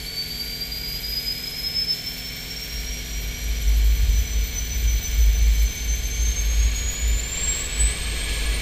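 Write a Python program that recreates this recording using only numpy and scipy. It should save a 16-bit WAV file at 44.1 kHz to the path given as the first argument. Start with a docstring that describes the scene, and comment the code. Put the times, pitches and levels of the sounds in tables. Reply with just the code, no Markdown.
"""Jet engine start on the apron

A jet engine winds up on open concrete while a diesel ground power unit runs beside it.
Blade rows whistle at fixed multiples of the shaft speed, fading in the moving air.
Flame noise drives a low boom in the jet pipe, with rumble below, flutter above and brief surges.
Air rushes through the ducts, coloured by resonances, and a roar grows over it."""
import sys
import numpy as np
from scipy import signal
from scipy.fft import rfft, irfft, next_fast_len
from scipy.io import wavfile

SR = 44100
rng = np.random.default_rng(int(sys.argv[2]) if len(sys.argv) > 2 else 0)


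def digitize_waveform(pressure):
    """Quantize a signal to 16-bit integers and store it at the path in sys.argv[1].

    Rows of a 2-D input are taken as channels; values are limited to [-1, 1].
    """
    field = np.atleast_2d(pressure).T
    bounded = np.clip(field, -1, 1)
    quanta = np.round(bounded * 32767).astype(np.int16)
    wavfile.write(sys.argv[1], SR, quanta)


N = 379701  # samples


def undb(db):
    """Decibels to amplitude gain."""
    return 10 ** (np.asarray(db) / 20)


def curves(table):
    """The columns of a table, after its time column, as one value a sample."""
    s, *columns = np.transpose(table)
    return [np.interp(np.arange(N) / SR, s, c) for c in columns]


def noise(gain):
    """Noise of unit power per Hz, weighted by gain(Hz)."""
    size = next_fast_len(N, real=True)
    hz = np.arange(size // 2 + 1) * SR / size
    spectrum = rfft(rng.standard_normal(size)) * gain(hz)
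    return irfft(spectrum, size)[:N] * np.sqrt(SR / 2)


def walk(rate):
    """Smooth random curve of about unit spread, up to rate changes a second."""
    count = int(N / SR * rate * 2) + 4
    steps = np.random.default_rng(rng.integers(2 ** 31)).standard_normal(count)
    smooth = signal.resample(steps, count * 8)
    # two steps per change, eight points per step
    return np.interp(np.arange(N) / SR * rate * 16, np.arange(len(smooth)), smooth)


def coloured(spectrum, resonances=()):
    """Noise with a broad spectrum and bell-shaped peaks and hollows on it."""
    points, db = np.transpose(spectrum)

    def gain(hz):
        broad_db = np.interp(np.log(hz + 1), np.log(points), db)
        bells_db = sum(d * .5 ** ((2 * (hz - f) / w) ** 2) for f, w, d in resonances)
        return undb(broad_db + bells_db)
    return noise(gain)


def turn(hz):
    """Unit phasor that follows a pitch curve."""
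    return np.exp(2j * np.pi * np.cumsum(hz) / SR)


def scatter(width_hz, slope):
    """Complex envelope of unit power that spreads a tone into skirts."""
    a, b = (noise(lambda hz: (1 + (hz / width_hz) ** 2) ** (-slope / 2)) for _ in range(2))
    return (a / a.std() + 1j * b / b.std()) / np.sqrt(2)


def tone(hz, envelope):
    """A tone with the rms of its complex envelope."""
    return np.sqrt(2) * np.real(turn(hz) * envelope)


def swells(events, attack_s, release_s):
    """Gain of (start, length, dB) events that each swell up to the start, hold and die away."""
    t = np.arange(N) / SR
    gains = []
    for start, length, db in events:
        rise = np.minimum(t - start, 0) / attack_s
        fall = np.maximum(t - start - length, 0) / release_s
        gains.append(undb(db) * np.exp(rise - fall))
    return np.max(gains, axis=0)


def power_unit():
    """A diesel hums on near-steady multiples of its cycle; generator and turbocharger sing above it."""
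    # strong partials of the diesel: multiple of the cycle rate, level/dB
    diesel_partials = [(2, -50), (3, -63), (4, -62), (5, -65), (6, -49.5), (7, -55), (8, -48.5), (9, -55.5),
                       (11, -62), (12, -50), (14, -62.5), (15, -62.5), (16, -65), (20, -59.5), (21, -62),
                       (22, -56.5), (24, -68), (25, -63), (28, -66.5), (30, -69), (32, -62), (33, -66),
                       (38, -68)]
    # generator and turbocharger tones: f/Hz, level/dB, pitch wander/Hz
    singing_tones = [(725, -60.5, .4), (1449, -58.5, 1.5), (2292, -56, 14), (7538, -52, 8)]
    cycle_hz = 20.46
    cycle = turn(cycle_hz * (1 + 0.0006 * walk(2)))
    strong = {int(round(k)): db for k, db in diesel_partials}
    hum, partial = 0, cycle
    for k in range(2, 56):
        partial = partial * cycle
        # unequal cylinders fill in the weak multiples, fading upwards
        db = strong.get(k, -65 - 0.23 * k)
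        start_phase = np.exp(2j * np.pi * rng.random())
        hum = hum + undb(db + 1.34 * walk(3)) * np.real(partial * start_phase)
    sing = sum(tone(hz + wander * walk(8), undb(db + 1.5 * walk(7)))
               for hz, db, wander in singing_tones)
    return np.sqrt(2) * hum + sing


def intake(hz):
    """Gain with which the intake radiates an upper blade tone sweeping through its resonance."""
    # radiation of the intake: f/Hz, level/dB
    radiation = [(9000, -21), (10100, -10), (10950, -16), (11250, -9), (11600, -2), (12100, 2),
                 (12900, -2.5), (13600, -1.5), (14400, -1.5), (15000, -3.5), (15400, 0)]
    return undb(np.interp(hz, *np.transpose(radiation)))


def compressor(breeze):
    """Blade tones; eddies on the way make them fade and give them noisy skirts."""
    # compressor speed: t/s, blade-passing pitch of the first row f/Hz
    spool = [(0.0, 4484), (0.54, 4688), (1.05, 4905), (2.11, 5331), (2.61, 5519), (3.3, 5762), (3.97, 5942),
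             (4.38, 6014), (5.25, 6049), (5.52, 6096), (5.94, 6171), (6.48, 6407), (7.02, 6916),
             (7.56, 7594), (8.1, 8337), (8.6, 8818)]
    # whistle of the first row before fades and flares: t/s, level/dB
    whistle = [(0, -37), (.7, -33), (1.9, -34), (2.15, -38.5), (2.6, -38), (3.08, -40.5), (3.2, -42.5),
               (3.9, -44), (4.7, -39.5), (5.5, -38), (6.2, -35), (7.25, -33.5), (7.85, -29.5), (8.0, -37.5),
               (8.6, -41)]
    # flares where the moving air focuses the whistle: start t/s, length t/s, level/dB
    flares = [(.19, 0.035, -28.5), (.38, 0.04, -33), (.88, 0.041, -29), (1.14, 0.034, -24),
              (1.27, 0.06, -27.5), (1.57, 0.016, -24), (1.67, 0.027, -25), (1.76, 0.065, -23),
              (1.89, .04, -23.5), (2.07, 0.017, -26), (4.13, 0.048, -32.5), (4.3, 0.061, -40),
              (4.57, 0.012, -27.5), (4.73, 0.022, -30.5), (4.88, 0.047, -35), (5.04, 0.038, -34.5),
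              (6.25, 0.075, -32.5), (6.38, 0.021, -33), (7.44, 0.077, -27.5), (7.81, 0.065, -27.5)]
    fade_share, fades_per_s = 0.21, 23
    flicker_db, flickers_per_s, skirt_db = 1.2, 53, -8
    octave_db, second_row_db, third_row_db = -46, -40, -48.5  # where the intake gain is 0 dB
    rear_db_per_khz = -4.1  # the rear rows run smoother as the first row's pitch rises

    hz, = curves(spool)
    front_db, = curves(whistle)
    steady_gain = undb(front_db)
    octave_hz = hz * 2
    second_hz, third_hz = hz * 70 / 28, hz * 80 / 28  # ratios of the blade counts

    faded = steady_gain * (1 + fade_share * walk(fades_per_s))
    front_gain = np.hypot(faded, swells(flares, attack_s=0.021, release_s=0.021))
    # rays bent by eddies add to the direct one and chop the tone into quick flutter
    bent = 0.85 + 0.46 * scatter(42, slope=4)
    direct = front_gain * bent * undb(flicker_db * walk(flickers_per_s))
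    # widely scattered rays come by many paths and fade less
    skirts = np.sqrt(front_gain * steady_gain) * undb(skirt_db) * scatter(78, slope=1.57)
    front = tone(hz, direct + skirts)

    octave_gain = intake(octave_hz) * undb(octave_db + 1.14 * breeze)
    octave = tone(octave_hz, scatter(23, slope=1.33)) * octave_gain
    # the rear rows cut through the wakes of the front ones, so their tones are hoarse
    second = tone(second_hz, scatter(70, slope=1.0)) * intake(second_hz) * undb(second_row_db)
    third = tone(third_hz, scatter(90, slope=1.2)) * intake(third_hz) * undb(third_row_db)
    rise_khz = (hz - hz[0]) / 1000
    rear_db = rear_db_per_khz * rise_khz + 1.3 * breeze + 1.2 * walk(4.3)
    return front + octave + (second + third) * undb(rear_db)


def airflow(breeze):
    """A steady rush of air and the roar that grows over it; the treble flutters in the breeze."""
    # airflow over time, relative to the spectra below: t/s, rush level/dB, roar level/dB
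    flow = [(0, -1, -28), (3, .5, -21), (4, 0.1, -12.5), (6, 1, -17), (6.6, 1.1, -7), (7.27, -1.5, -5),
            (8.1, -2.5, -0.2), (8.6, -5, -1.5)]
    # noise spectra before the flow levels: f/Hz, level/dB per Hz
    rush_spectrum = [(20, -79), (100, -68), (180, -72.5), (300, -80), (430, -75.5), (600, -83.5),
                     (900, -85.5), (1300, -86), (1700, -76.5), (3200, -75), (4300, -75.5), (7700, -80.5),
                     (8600, -86.5), (15000, -99)]
    roar_spectrum = [(20, -51), (150, -71), (450, -71.5), (900, -77.5), (1700, -74.5), (2400, -71),
                     (4200, -69.5), (5500, -75.5), (7800, -76.5), (9000, -85), (12000, -90), (15000, -89)]
    # colour of ducts, airframe and concrete: f/Hz, width/Hz, level/dB
    duct_colour = [(1160, 41, 4.5), (1416, 90, -3), (1630, 27, 1), (2270, 217, 10), (2598, 47, -14),
                   (2900, 88, -2), (3075, 91, 6), (3282, 146, 6.5), (3316, 79, -2.5), (3735, 80, 5),
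                   (3843, 152, -10), (4110, 600, 4.5), (4760, 390, -4.5), (5750, 370, -3),
                   (6760, 290, -1.5), (8300, 300, 1), (10700, 730, -4), (12130, 940, 10.5)]
    # resonances that the fast flow adds: f/Hz, width/Hz, level/dB
    pipe_colour = [(480, 200, 3.5), (1104, 68, 5.5), (1377, 86, -10), (1698, 110, 11), (1990, 25, 10),
                   (2630, 240, 6), (4090, 160, -6.5)]
    # gusts of the roar, relative to its spectrum: start t/s, length t/s, level/dB
    gusts = [(7.36, 0.23, -4.5), (7.78, .1, -7), (8.27, .33, -3.5)]

    rush_db, roar_db = curves(flow)
    rush = coloured(rush_spectrum, duct_colour) * undb(rush_db + 0.073 * walk(5.4))
    # one narrow mode of the jet pipe howls in loose bursts
    howl = tone(1692, scatter(22, slope=1.7)) * undb(-49 + 3 * walk(2.6))
    roar_gain = np.hypot(undb(roar_db), swells(gusts, attack_s=0.034, release_s=0.12))
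    roar_noise = coloured(roar_spectrum, duct_colour + pipe_colour)
    roar = (roar_noise + howl) * roar_gain * undb(0.32 * walk(10))
    air = rush + roar
    high_pass = signal.butter(2, 4500, "high", fs=SR, output="sos")
    treble = signal.sosfiltfilt(high_pass, air)
    return air + treble * (undb(0.85 * breeze) - 1)


def flame():
    """Burning gas drives the lowest resonance of the jet pipe, with rumble below and flutter above."""
    # steady burning: t/s, burn level/dB (shared out below), flutter level/dB
    burning = [(0, -42, -50), (1.25, -35.5, -53), (1.4, -41.5, -50), (2.68, -42, -55), (2.75, -33.5, -45.5),
               (4.5, -28.5, -36), (7.3, -32.5, -40), (8.6, -32.5, -42)]
    # surges of the flame: start t/s, length t/s, boom level/dB, flutter level/dB
    surges = [(3.09, .15, -34, -56), (3.473, 0.033, -28, -45), (3.667, 0.26, -17.5, -40),
              (4.036, 0.16, -15, -26), (4.314, 0.16, -24, -40), (4.86, 0.11, -21.5, -34),
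              (5.19, .33, -16, -37), (5.56, 0.08, -19.5, -43), (5.904, .1, -22.5, -48),
              (6.2, 0.11, -21.5, -41), (6.4, 0.091, -22.5, -54), (6.586, 0.1, -17.5, -34.5),
              (6.82, .04, -32, -32), (7.05, 0.12, -21, -32), (7.33, 0.17, -32.5, -40),
              (7.81, 0.04, -22, -32.5), (8.09, 0.06, -27, -40), (8.3, 0.24, -24.5, -42)]
    # deep rumble, relative to the burn level and rumble_db: f/Hz, level/dB per Hz
    rumble_spectrum = [(6, -42), (14, -20), (22, -37), (32, -14), (40, -12.5), (55, -10), (80, -46),
                       (200, -63.5)]
    # flutter, relative to its level over time: f/Hz, level/dB per Hz
    flutter_spectrum = [(30, -35), (55, -6), (68, -15), (80, -15), (92, -20.5), (105, -22.5), (140, -48),
                        (200, -35), (300, -65), (1000, -94)]
    boom_hz = 53.15  # lowest resonance of the jet pipe, before its wander
    attack_s, release_s = 0.052, 0.044
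    throb_db, throbs_per_s = 1.2, 14
    sputter_share, sputter_hz = 0.44, 10.5
    rumble_db = -6.5

    burn, steady_flutter = undb(curves(burning))
    start, length, boom_db, flutter_db = np.transpose(surges)
    boom_surges = swells(zip(start, length, boom_db), attack_s, release_s)
    flutter_surges = swells(zip(start, length, flutter_db), attack_s, release_s)
    boom_gain = np.hypot(0.68 * burn, boom_surges)
    flutter_gain = np.hypot(steady_flutter, flutter_surges)

    throbbing = boom_gain * undb(throb_db * walk(throbs_per_s))
    sputter = sputter_share * burn * scatter(sputter_hz, slope=2.6)
    boom = tone(boom_hz + 0.91 * walk(4), throbbing + sputter)
    rumble = coloured(rumble_spectrum) * burn * undb(rumble_db)
    flutter = coloured(flutter_spectrum) * flutter_gain
    return boom + rumble + flutter


def scene():
    """All sources, heard from one spot on the apron; one breeze stirs the blade tones and the air."""
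    breeze = 0.78 * walk(9) + 0.57 * walk(28)
    mix = power_unit() + compressor(breeze) + airflow(breeze) + flame()
    return mix[None]  # one microphone channel


def record(dry):
    """A steep low-pass after the microphone cuts the top of the treble."""
    top_hz = 15300
    low_pass = signal.ellip(12, .1, 90, top_hz, fs=SR, output="sos")
    return signal.sosfilt(low_pass, dry)


dry = scene()
out = record(dry)
digitize_waveform(out)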